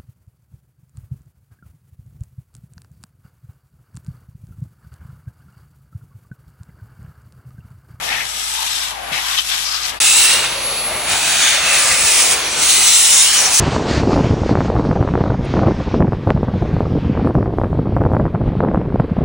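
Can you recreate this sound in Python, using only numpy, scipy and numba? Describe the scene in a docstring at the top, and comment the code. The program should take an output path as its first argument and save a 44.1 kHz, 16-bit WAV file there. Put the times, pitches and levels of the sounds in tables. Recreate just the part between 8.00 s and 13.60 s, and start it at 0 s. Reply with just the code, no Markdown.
"""A cordless vacuum cleaner brushes a leather sofa, close to a phone; after two seconds it is nearer.
The motor roars and whines; air rushes and hisses through the gap between brush and leather.
Each press seals the brush: the hiss swells, the whine is muffled and the fan, with less air to move,
speeds up. The tube sings a hollow note, slits whistle, the brush cup rings, air surges roughly,
the tool thumps the cushion and the leather squeals, all over a low hum in the room."""
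import sys
import numpy as np
from scipy import signal
from scipy.fft import rfft, irfft, next_fast_len
from scipy.io import wavfile
from scipy.ndimage import uniform_filter1d
from numba import njit

SR = 44100
rng = np.random.default_rng(int(sys.argv[2]) if len(sys.argv) > 2 else 0)


def generate_wav(sig):
    """Save sig (samples, or channels by samples) to the path in sys.argv[1] as 16-bit PCM at SR."""
    pcm = np.round(np.clip(np.atleast_2d(sig).T, -1, 1) * 32767).astype(np.int16)
    wavfile.write(sys.argv[1], SR, pcm)


N = 246941
TIME_S = np.arange(N) / SR

# The brush is pressed onto the leather; the last two columns are the speed the fan gains:
# start_s, end_s, sealing_s, leaking_s, start_extra_hz, end_extra_hz
PRESSES = [(0.044, 0.271, 0.017, 0.23, 150.6, 135), (0.372, 0.896, 0.015, 0.03, 149.8, 31),
           (1.122, 1.898, .002, 0.019, 160, 10), (1.999, 2.345, .002, 0.083, 109.8, 72),
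           (3.081, 4.311, 0.0059, 0.067, 28, 26), (4.61, 5.7, 0.02, .05, 83.8, 94)]
# Tone colours of the motor's roar, the rush through the tool and the hiss at its rim:
# frequency_hz, relative_db
FAR_ROAR_COLOUR = [(90, -11), (200, -10.5), (390, -14), (520, -7), (700, -2.5), (950, -4), (1400, -6),
                   (2500, -6), (3800, -13.5), (5500, -17.5), (9000, -19), (11500, -22.5), (15500, -29.3)]
FAR_RUSH_COLOUR = [(400, -31), (800, -1.5), (1200, -3.5), (1500, 1), (1900, 0), (2400, -0.5), (3100, 3),
                   (4200, -2), (5500, -6.5), (8000, -37), (15500, -27)]
FAR_HISS_COLOUR = [(800, -17), (2000, -6.5), (2800, -1), (3600, 1), (4600, -3), (5600, -0.1), (7200, -4.5),
                   (8200, -3), (10200, -5), (12000, -13), (15500, -13.5)]
NEAR_ROAR_COLOUR = [(90, -6.5), (200, -5.5), (360, -3), (540, -4.5), (850, 1), (1200, -1), (1800, -2),
                    (2500, 0), (3100, -4), (4500, -0.5), (5100, -8), (9000, -20), (12000, -60),
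                    (15500, -10.5)]
NEAR_RUSH_COLOUR = [(500, -22.5), (1200, -4.5), (1600, -3), (2100, -2), (2600, -2), (3200, -2),
                    (3800, -3.5), (4800, -6), (6500, -5.5), (10000, -40), (15500, -39)]
NEAR_HISS_COLOUR = [(1200, -31), (2300, -10.5), (2800, -6.5), (3300, -9.5), (3900, -7.5), (4900, -4.5),
                    (6200, -3.5), (7600, -1), (8500, -1.5), (9300, 0), (10400, -0.5), (11700, -18),
                    (13200, -29), (15300, -5.5)]
# Air gulps past the rim as the brush lands or tips: time_s, length_s, level_db
GULPS = [(0.154, 0.15, -31), (1.156, 0.095, -31.5), (1.942, 0.022, -41), (2.376, 0.088, -29),
         (3.155, 0.039, -28), (4.324, 0.06, -28), (5.45, 0.081, -30)]
# How loud the air is at a fully sealed brush: time_s, rush_db, hiss_db
FAR_AIR_LEVELS = [(0.03, -43, -17), (.1, -25, -28), (.21, -30, -27), (.3, -35.5, -24), (.75, -27.5, -21.5),
                  (.89, -30, -24.5), (1.15, -26, -25), (1.37, -23, -21), (1.43, -42, -24.5),
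                  (1.47, -39, -21.5), (1.52, -20.5, -20), (1.62, -33, -22.5), (1.75, -27, -25),
                  (1.82, -29, -25.5), (1.87, -29, -23)]
NEAR_AIR_LEVELS = [(2, -21, -11.5), (2.17, -22, -9), (2.35, -18.5, -13), (3.12, -19.5, -18),
                   (3.19, -26.5, -18.5), (3.28, -18.5, -15), (3.5, -16.5, -16), (3.58, -17, -21),
                   (3.76, -16.5, -14), (3.95, -19, -16), (4.13, -18.5, -11.5), (4.33, -19, -11.5),
                   (4.7, -20, -10), (5.19, -23, -10), (5.44, -20.5, -14), (5.5, -24.5, -18.5),
                   (5.57, -23.5, -11)]
# Tones of the fan's whine; the ninth multiple comes from the blades: shaft_multiple, relative_db
FAN_TONES = [(8, -16), (9, 0)]
# The tube's hollow note: time_s, pitch_hz, level_db
TUBE_NOTE = [(0, 760, -67), (.12, 800, -30.5), (.3, 1050, -54), (.5, 920, -37.5), (.63, 935, -29),
             (.78, 970, -48), (.9, 1010, -32), (1.03, 650, -34.5), (1.16, 860, -36), (1.32, 1120, -31),
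             (1.46, 1050, -54), (1.75, 1240, -29.5), (1.82, 1195, -38), (1.92, 902, -41), (2.15, 875, -36),
             (2.4, 550, -43), (3.0, 536, -38), (3.18, 766, -36), (3.6, 636, -34), (3.95, 544.4, -36),
             (4.45, 516, -36), (4.8, 760, -42), (5.2, 864, -37), (5.5, 820, -41)]
# Slits between rim and leather whistle: start_s, end_s, level_db, pitch_hz, glide_hz_per_s, width_hz
SLIT_WHISTLES = [(0.057, .7, -39, 5700, -100, 800), (0.223, 0.857, -33, 8020, 200, 1000),
                 (.36, .72, -36, 9550, 400, 700), (.55, .87, -29, 3750, 0, 900),
                 (0.72, 0.826, -28, 5200, 0, 700), (2.04, 2.22, -23, 7500, 1998, 698),
                 (2.1, 2.49, -27.5, 8100, -400, 1100), (2.52, 2.85, -35, 4400, 200, 800),
                 (3.078, 3.16, -22.5, 9170, 0, 900), (3.38, 3.53, -22, 6550, 0, 1210),
                 (3.42, 3.54, -22, 3490, -500, 450), (3.68, 4.33, -25, 9300, 0, 700),
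                 (3.82, 4.08, -22, 7800, 1000, 1800), (4.04, 4.296, -26, 5650, -600, 800),
                 (4.42, 4.66, -26.5, 5700, 600, 1300), (4.5, 4.634, -24, 8200, 0, 2400),
                 (4.64, 5.3, -22, 4000, -600, 800), (4.68, 5.368, -22.5, 6220, -1200, 950),
                 (4.759, 5.226, -20, 7780, -1100, 850), (4.953, 5.281, -19.5, 9300, -200, 600),
                 (5.11, 5.21, -15, 6620, 0, 3010), (5.138, 5.473, -27, 6870, -900, 700),
                 (5.379, 5.48, -18, 5830, 0, 800), (5.534, 5.65, -17.5, 6040, 0, 1000)]
# The brush cup rings: start_s, end_s, level_db, lowest_pitch_hz, glide_hz_per_s, upper_tones_db
CUP_RINGS = [(.072, .24, -24, 1920, -200, -7), (1.13, 1.21, -25, 2020, 0, -1),
             (2.0, 2.37, -17.5, 2650, 400, 2.5), (2.37, 2.48, -23, 2770, -300, 1),
             (2.48, 2.85, -38, 2700, -350, 5), (3.09, 3.32, -22.5, 2530, 0, -1),
             (3.33, 3.6, -22, 2500, -100, 3), (3.64, 3.83, -18.5, 2570, 0, -6),
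             (3.86, 4.36, -24.5, 2540, -200, -9), (4.4, 4.6, -30, 2410, 0, 4),
             (4.68, 5.17, -24, 2980, -100, -3), (5.22, 5.39, -18.5, 2950, 500, 0)]
# The tones of the cup: multiple_of_lowest, width_hz, relative_db
CUP_TONES = [(1, 330, -3), (1.41, 620, -5.5), (1.82, 500, -9)]
# Short rough surges of air noise, from bristle rasps and the brush cup's low resonance:
# start_s, end_s, attack_s, level_db, pitch_hz, glide_hz_per_s, width_hz
ROUGH_SURGES = [(0.077, 0.24, .004, -27.5, 2300, -600, 1000), (0.113, 0.16, .006, -26.5, 2700, 0, 1500),
                (1.122, 1.22, .001, -24.5, 2500, 0, 1900), (1.372, 1.405, .004, -17, 3240, 0, 1400),
                (1.489, 1.56, .004, -23.5, 3300, 0, 2600), (1.645, 1.792, 0.0042, -23, 5160, -3500, 2200),
                (1.816, 1.86, 0.0031, -23.5, 4700, 0, 2200), (3.44, 3.556, .01, -27, 1930, 0, 600),
                (3.67, 3.807, 0.0077, -29, 2200, 0, 1000), (3.903, 3.973, .006, -21.5, 1950, 0, 900),
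                (4.72, 4.955, .01, -29.5, 2070, 0, 400), (5.3, 5.498, .01, -27.5, 2000, 0, 1200)]
# The tool bumps the cushion: time_s, length_s, pitch_hz, level_db
THUMPS = [(1.125, 0.021, 146, -32.5), (3.103, 0.065, 109, -36.5), (3.628, 0.023, 110, -37),
          (3.924, 0.044, 80, -38), (4.03, 0.05, 85, -32.5), (4.62, 0.036, 131, -40),
          (5.46, 0.075, 129, -41.5)]
# The leather flutters against the rim: time_s, length_s, pitch_hz, level_db
SQUEALS = [(1.381, 0.0077, 3124, -18), (1.389, 0.0049, 3020, -10), (1.396, 0.0055, 3060, -14.5),
           (1.523, 0.015, 3430, -18.5), (1.852, .02, 3040, -29)]
# Bands of noise are swallowed, mostly by tool and cushion, once as the exhaust turns away: start_s, end_s,
# centre_hz, glide_hz_per_s, width_hz, depth_0_to_1
SWALLOWED_BANDS = [(2, 2.5, 5050, 1, 450, 0.46), (2.198, 2.55, 6700, 0, 700, 0.7),
                   (2.5, 3.799, 5120, 0, 480, 0.48), (2.499, 2.87, 1662, 400, 451, 0.51),
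                   (2.76, 3.06, 1400, 700, 280, 0.36), (2.87, 3.06, 4250, 0, 1780, 0.4),
                   (3.02, 3.421, 2200, 0, 299.5, 0.23), (3.3, 3.65, 1050, 0, 300, 0.27),
                   (3.75, 4.1, 3122, 600, 400, 0.3), (3.97, 4.35, 1550, 0, 300, .45),
                   (4.17, 4.38, 4300, 0, 400, 0.5), (4.38, 4.85, 5130, 0, 450, .5),
                   (4.548, 5.1, 1840, -450, 280, 0.6), (4.6, 5.0, 7200, -1500, 600, 0.2),
                   (4.95, 5.251, 4700, -1300, 450, 0.4), (5.3, 5.602, 1790, 300, 250, .45)]
# The tube hoots or puffs: start_s, end_s, level_db, pitch_hz, glide_hz_per_s, width_hz
HOOTS = [(2.32, 2.42, -33, 535, 0, 80), (2.55, 2.72, -32.5, 542, 50, 60), (2.867, 3.077, -36, 607, 50, 80),
         (3.12, 3.21, -28, 734, 300, 260), (3.55, 4.33, -34, 733, -60, 420),
         (4.3, 4.601, -38.5, 488, 0, 150.3), (5.392, 5.541, -29, 820, 0, 300),
         (5.39, 5.467, -33, 530, 0, 260)]
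# How the two microphone openings hear each position:
# frequency_hz, left_minus_right_db, likeness_0_to_1, left_lead_radians
FAR_MICROPHONES = [(60, 0.4, 0.98, 0.17), (200, 1, 0.72, 0.51), (396, 2, 0.85, 2.45), (704, 10, 0, 2.3),
                   (1320, 0.5, 0.16, 4.8), (2450, 7.5, 0.07, 7.1), (4400, 9, 0, 6.4), (6600, 6, 0, 6.7),
                   (7700, 3.5, 0.33, 5.34), (9240, 1.5, 0.96, 2.74), (11700, -1, 1, 0.12),
                   (15100, -0.5, 1, 3.1)]
NEAR_MICROPHONES = [(60, 0, 1, 0), (300, .1, .88, .1), (700, -.6, .72, .4), (1300, -.5, .9, -.1),
                    (2000, .2, .97, -.1), (3100, 2, .25, -.2), (4000, 1.3, .56, -.3), (4800, .6, .12, -.3),
                    (6200, .3, .75, -.3), (9300, -.1, .9, -1.4), (10600, 0, .83, -2.3),
                    (11600, 0, .97, -3.1), (13800, 0, .97, -3.2), (15500, 0, .7, -4.1)]

VENT_PASS = (2.83, .13, 3.8)  # the exhaust vents face the listener: time_s, length_s, whine_boost_db
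HOUSING_PASS = (3.86, .39, 14.5)  # the motor housing swings close: time_s, length_s, shaft_boost_db
DIRECT_ONLY = np.array([[1], [0]])  # sounds travel in two rows: direct, then scattered


def undb(db):
    """Turn decibels into a plain multiplier."""
    return 10 ** (np.asarray(db) / 20)


def curves(table):
    """Draw each column as straight lines between the times in the first column."""
    times, *columns = np.transpose(table)
    return [np.interp(TIME_S, times, column) for column in columns]


def unit(x):
    """Scale a signal to an average strength (rms) of 1."""
    return x / np.sqrt(np.mean(x ** 2))


def frequencies():
    """The frequencies in a spectrum long enough for the scene."""
    return np.fft.rfftfreq(next_fast_len(N, True), 1 / SR)


def wander(rate_hz):
    """A smooth random wobble of strength 1 that picks rate_hz new values a second."""
    hold = max(int(SR / rate_hz), 2)
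    steps = np.repeat(rng.standard_normal(N // hold + 1), hold)
    return unit(uniform_filter1d(uniform_filter1d(steps, hold), hold)[:N])


def swell(time_s, length_s):
    """A smooth bump around time_s."""
    return np.exp(-2 * ((TIME_S - time_s) / length_s) ** 2)


def rise(time_s, fade_s):
    """A soft step from 0 to 1 around time_s."""
    return .5 + .5 * np.tanh((TIME_S - time_s) / (2 * fade_s))


def gate(start_s, end_s, attack_s, release_s):
    """Fade in around the start and out around the end."""
    return rise(start_s, attack_s) * (1 - rise(end_s, release_s))


def slide(start_s, end_s, hz, glide_hz_per_s):
    """A pitch that glides from start to end and holds still otherwise."""
    return hz + glide_hz_per_s * (np.clip(TIME_S, start_s, end_s) - start_s)


def air(colour, low_cut_hz=60):
    """Swirling air: two unrelated noises with the given tone colour and no deep bass."""
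    hz, db = np.transpose(colour)
    freq = frequencies() + 1
    gain = undb(np.interp(np.log(freq), np.log(hz), db)) / np.sqrt(1 + (low_cut_hz / freq) ** 8)
    real, imag = rng.standard_normal((2, 2, len(gain)))
    return unit(irfft(gain * (real + 1j * imag))[:, :N])


@njit
def resonate(x, hz, width_hz):
    """Let through only a band around a moving pitch (a state-variable filter)."""
    out, band_state, low_state = np.empty(len(x)), 0., 0.
    for i in range(len(x)):
        tuning, damping = np.tan(np.pi * hz[i] / SR), width_hz / hz[i]
        band = (band_state + tuning * (x[i] - low_state)) / (1 + tuning * (tuning + damping))
        band_state = 2 * band - band_state
        low_state += 2 * tuning * band
        out[i] = damping * band
    return out


def hollow(hz, width_hz):
    """A breathy note: two unrelated noises, each filtered twice around a pitch."""
    width_hz = float(width_hz)
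    noises = rng.standard_normal((2, N))
    return unit(np.array([resonate(resonate(x, hz, width_hz), hz, width_hz) for x in noises]))


def jet(start_s, end_s, attack_s, release_s, db, hz, glide, width_hz):
    """One breathy, gliding note that fades in and out."""
    pitch = slide(start_s, end_s, hz, glide)
    return undb(db) * gate(start_s, end_s, attack_s, release_s) * hollow(pitch, width_hz)


def pressing(spin_lag_s=.095):
    """How well the brush seals (0 to 1), and the fan's extra speed, which lags through inertia."""
    seal, target_hz = np.zeros((2, N))
    for start, end, sealing_s, leaking_s, *extra_hz in PRESSES:
        seal += rise(start, sealing_s) * np.exp(-np.maximum(TIME_S - end, 0) / leaking_s)
        target_hz += np.interp(TIME_S, [start, end], extra_hz, left=0, right=0)
    keep = np.exp(-1 / (spin_lag_s * SR))
    return np.clip(seal, 0, 1), signal.lfilter([1 - keep], [1, -keep], target_hz)


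def motor_roar(colour, extra_hz, free_db, drop_db_per_hz, waver_db):
    """The exhaust roars; it sinks as the choked fan speeds up, and swells with each gulp."""
    gulps = sum(undb(db) * swell(time, length) for time, length, db in GULPS)
    roar_db = free_db - drop_db_per_hz * extra_hz + waver_db * wander(9)
    return (undb(roar_db) + gulps) * air(colour)


def suction(levels, rush_colour, hiss_colour, seal, free_rush_db, free_hiss_db, rush_power, grain_db):
    """Rush and hiss grow with the seal; the bristles make the gap flutter."""
    rush_db, hiss_db = curves(levels)
    rush = np.hypot(undb(free_rush_db), undb(rush_db) * seal ** rush_power)  # a power below 1 lingers
    hiss = np.hypot(undb(free_hiss_db), undb(hiss_db) * seal)
    flutter = undb(.94 * wander(45) + grain_db * wander(500))
    return flutter * (rush * air(rush_colour) + hiss * air(hiss_colour))


def fan_whine(seal, extra_hz, free_db, sealed_db, shaft_db, free_hz=1169.5, flicker_db=1.8):
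    """The blades whine, loudest when air flows freely, over the shaft's lower note; both waver."""
    housing_db, vent_db = (db * swell(time, length) for time, length, db in (HOUSING_PASS, VENT_PASS))
    shaft_hz = (free_hz + extra_hz) * (1 + .0006 * wander(120))
    angle = 2 * np.pi * np.cumsum(shaft_hz) / SR
    muffling = seal ** 1.4  # the whine returns as soon as the seal loosens
    whine_db = free_db + vent_db + (sealed_db - free_db) * muffling
    whine = sum(undb(whine_db + db + flicker_db * wander(44.64)) * np.sin(multiple * angle)
                for multiple, db in FAN_TONES)
    shaft = undb(shaft_db + housing_db + flicker_db * wander(19)) * np.sin(angle + .25 * wander(37))
    return np.sqrt(2) * (whine + shaft) * DIRECT_ONLY


def room_hum(pitch_hz=52.6, level_db=-47):
    """A low, steady hum in the room."""
    return np.sqrt(2) * undb(level_db + .35 * wander(4.2)) * np.sin(2 * np.pi * pitch_hz * TIME_S)


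def tube_note(width_hz=270):
    """The flow blows a hollow note from the air inside the tube."""
    hz, db = curves(TUBE_NOTE)
    return undb(db) * hollow(hz, width_hz)


def slit_whistles(flicker_db=2.5, fade_s=.015):
    """Narrow jets at the rim, half hiss and half whistle, gliding as the brush slides."""
    flicker = undb(flicker_db * wander(40))
    return flicker * sum(jet(start, end, fade_s, fade_s, *sound) for start, end, *sound in SLIT_WHISTLES)


def cup_ring(fade_s=.01, tremble=.013):
    """Air rings the brush cup; how it lies sets the tone, and the pitch trembles with the hand."""
    start, end, db, hz, glide, upper_db = np.transpose(CUP_RINGS)[:, :, None]
    gates = gate(start, end, fade_s, fade_s) + 1e-9
    shares = gates / gates.sum(axis=0)  # blends each ring into the next
    gain = np.sum(undb(db) * gates, axis=0)
    pitch = np.sum(slide(start, end, hz, glide) * shares, axis=0) * (1 + tremble * wander(22))
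    brightness = undb(np.sum(upper_db * shares, axis=0))
    lowest, *upper = (undb(tone_db) * hollow(multiple * pitch, width_hz)
                      for multiple, width_hz, tone_db in CUP_TONES)
    return gain * (lowest + brightness * sum(upper))


def rough_surges(release_s=.0091, rough_db=2):
    """Short rough surges of air noise: bristle rasps and the brush cup's low resonance."""
    grain = undb(rough_db * wander(250))
    return grain * sum(jet(start, end, attack, release_s, *sound)
                       for start, end, attack, *sound in ROUGH_SURGES)


def cushion_thumps(width_hz=110):
    """The tool lands soft, dull blows on the padded cushion."""
    return sum(undb(db) * swell(time, length) * hollow(np.full(N, float(hz)), width_hz)[0]
               for time, length, hz, db in THUMPS)


def leather_squeals(pitch_wobble=.0305, rough_db=2, rasp_db=-4):
    """Leather drawn against the rim sings briefly with an unsteady pitch, and air rasps past it."""
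    wobbly_time = np.cumsum(1 + pitch_wobble * wander(900)) / SR
    strength = np.sqrt(2) * undb(rough_db * wander(300)) * DIRECT_ONLY
    rasp = undb(rasp_db) * air([(400, -25), (1000, -2), (3800, 2), (5800, 2), (8000, -23)])
    return sum(undb(db) * swell(time, length) * (strength * np.sin(2 * np.pi * hz * wobbly_time) + rasp)
               for time, length, hz, db in SQUEALS)


def swallow_bands(x, fade_s=.03):
    """Tool and cushion cancel bands of noise; the gaps open, slide and close as the tool tips. One broad band
    near 4.3 kHz sinks briefly as the cleaner turns its exhaust away."""
    for start, end, hz, glide, width_hz, depth in SWALLOWED_BANDS:
        centre_hz = slide(start, end, hz, glide)
        band = np.array([resonate(row, centre_hz, float(width_hz)) for row in x])
        x = x - depth * gate(start, end, fade_s, fade_s) * band
    return x


def tube_hoots(fade_s=.014):
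    """The tube's note stands out: a breathy hoot over a still gap, a broad puff over a moving one."""
    return sum(jet(start, end, fade_s, fade_s, *sound) for start, end, *sound in HOOTS)


def cushion_echo(x, lag_s, sway, share=.17):
    """The cushion throws sound back; the delay shifts with the hand, rippling the tone colour."""
    now = np.arange(N)
    earlier = now - lag_s * SR * np.exp(sway * wander(1.5))
    echo = np.array([np.interp(earlier, now, row) for row in x])
    return (x + share * echo) / np.sqrt(1 + share ** 2)


def room_echoes(x, share=.045):
    """Furniture and walls send back a few faint, quick echoes that roughen the tone colour."""
    lags = rng.integers(int(.004 * SR), int(.03 * SR), size=8)
    echoes = sum(np.pad(x, ((0, 0), (lag, 0)))[:, :N] for lag in lags)
    return (x + share * echoes) / np.sqrt(1 + len(lags) * share ** 2)


def microphones(pair, table):
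    """The left hears the direct sound; the right hears a shifted share of it plus scattered sound."""
    hz, *columns = np.transpose(table)
    balance_db, likeness, lead = (np.interp(frequencies(), hz, column) for column in columns)
    balance = undb(balance_db)
    direct, scattered = rfft(pair, next_fast_len(N, True))
    right = likeness * np.exp(-1j * lead) * direct + np.sqrt(1 - likeness ** 2) * scattered
    return irfft(np.array([balance * direct, right]) * np.sqrt(2 / (1 + balance ** 2)))[:, :N]


def far_cleaner(seal, extra_hz, tool_sounds):
    """The cleaner further off, to the left; its air noise bounces off the cushion, then the room."""
    roar = motor_roar(FAR_ROAR_COLOUR, extra_hz, free_db=-29, drop_db_per_hz=.1, waver_db=.8)
    sucking = suction(FAR_AIR_LEVELS, FAR_RUSH_COLOUR, FAR_HISS_COLOUR, seal,
                      free_rush_db=-35.5, free_hiss_db=-44, rush_power=.61, grain_db=1.04)
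    tones = fan_whine(seal, extra_hz, free_db=-44.5, sealed_db=-52, shaft_db=-42.5) + leather_squeals()
    airflow = cushion_echo(roar + sucking + tool_sounds, lag_s=.0022, sway=.222)
    return microphones(room_echoes(airflow) + tones, FAR_MICROPHONES)


def near_cleaner(seal, extra_hz, tool_sounds):
    """The cleaner close in front: louder, and near enough to hear the swallowed bands."""
    roar = motor_roar(NEAR_ROAR_COLOUR, extra_hz, free_db=-23.5, drop_db_per_hz=.04, waver_db=1.15)
    sucking = suction(NEAR_AIR_LEVELS, NEAR_RUSH_COLOUR, NEAR_HISS_COLOUR, seal,
                      free_rush_db=-36, free_hiss_db=-29.5, rush_power=.29, grain_db=.13)
    tones = fan_whine(seal, extra_hz, free_db=-25, sealed_db=-44, shaft_db=-45)
    airflow = cushion_echo(swallow_bands(roar + sucking + tool_sounds), lag_s=.0018, sway=.253)
    return microphones(room_echoes(airflow) + tones, NEAR_MICROPHONES)


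def scene(move_s=2.001):
    """The cleaner further off, then near, with a very short break in between."""
    seal, extra_hz = pressing()
    tool_sounds = tube_note() + tube_hoots() + cup_ring() + slit_whistles() + rough_surges()
    fade_out = np.clip((move_s - .007 - TIME_S) / .025, 0, 1)
    fade_in = np.clip((TIME_S - move_s) / .001, 0, 1)
    far = fade_out * far_cleaner(seal, extra_hz, tool_sounds)
    near = fade_in * near_cleaner(seal, extra_hz, tool_sounds)
    return far + near + cushion_thumps() + room_hum()


def record(dry, top_hz=15800):
    """The phone clips the tallest peaks and cuts the highest treble."""
    treble_cut = signal.ellip(10, .2, 70, top_hz, fs=SR, output="sos")
    return signal.sosfilt(treble_cut, np.clip(dry, -1, 1))


dry = scene()
out = record(dry)
generate_wav(out)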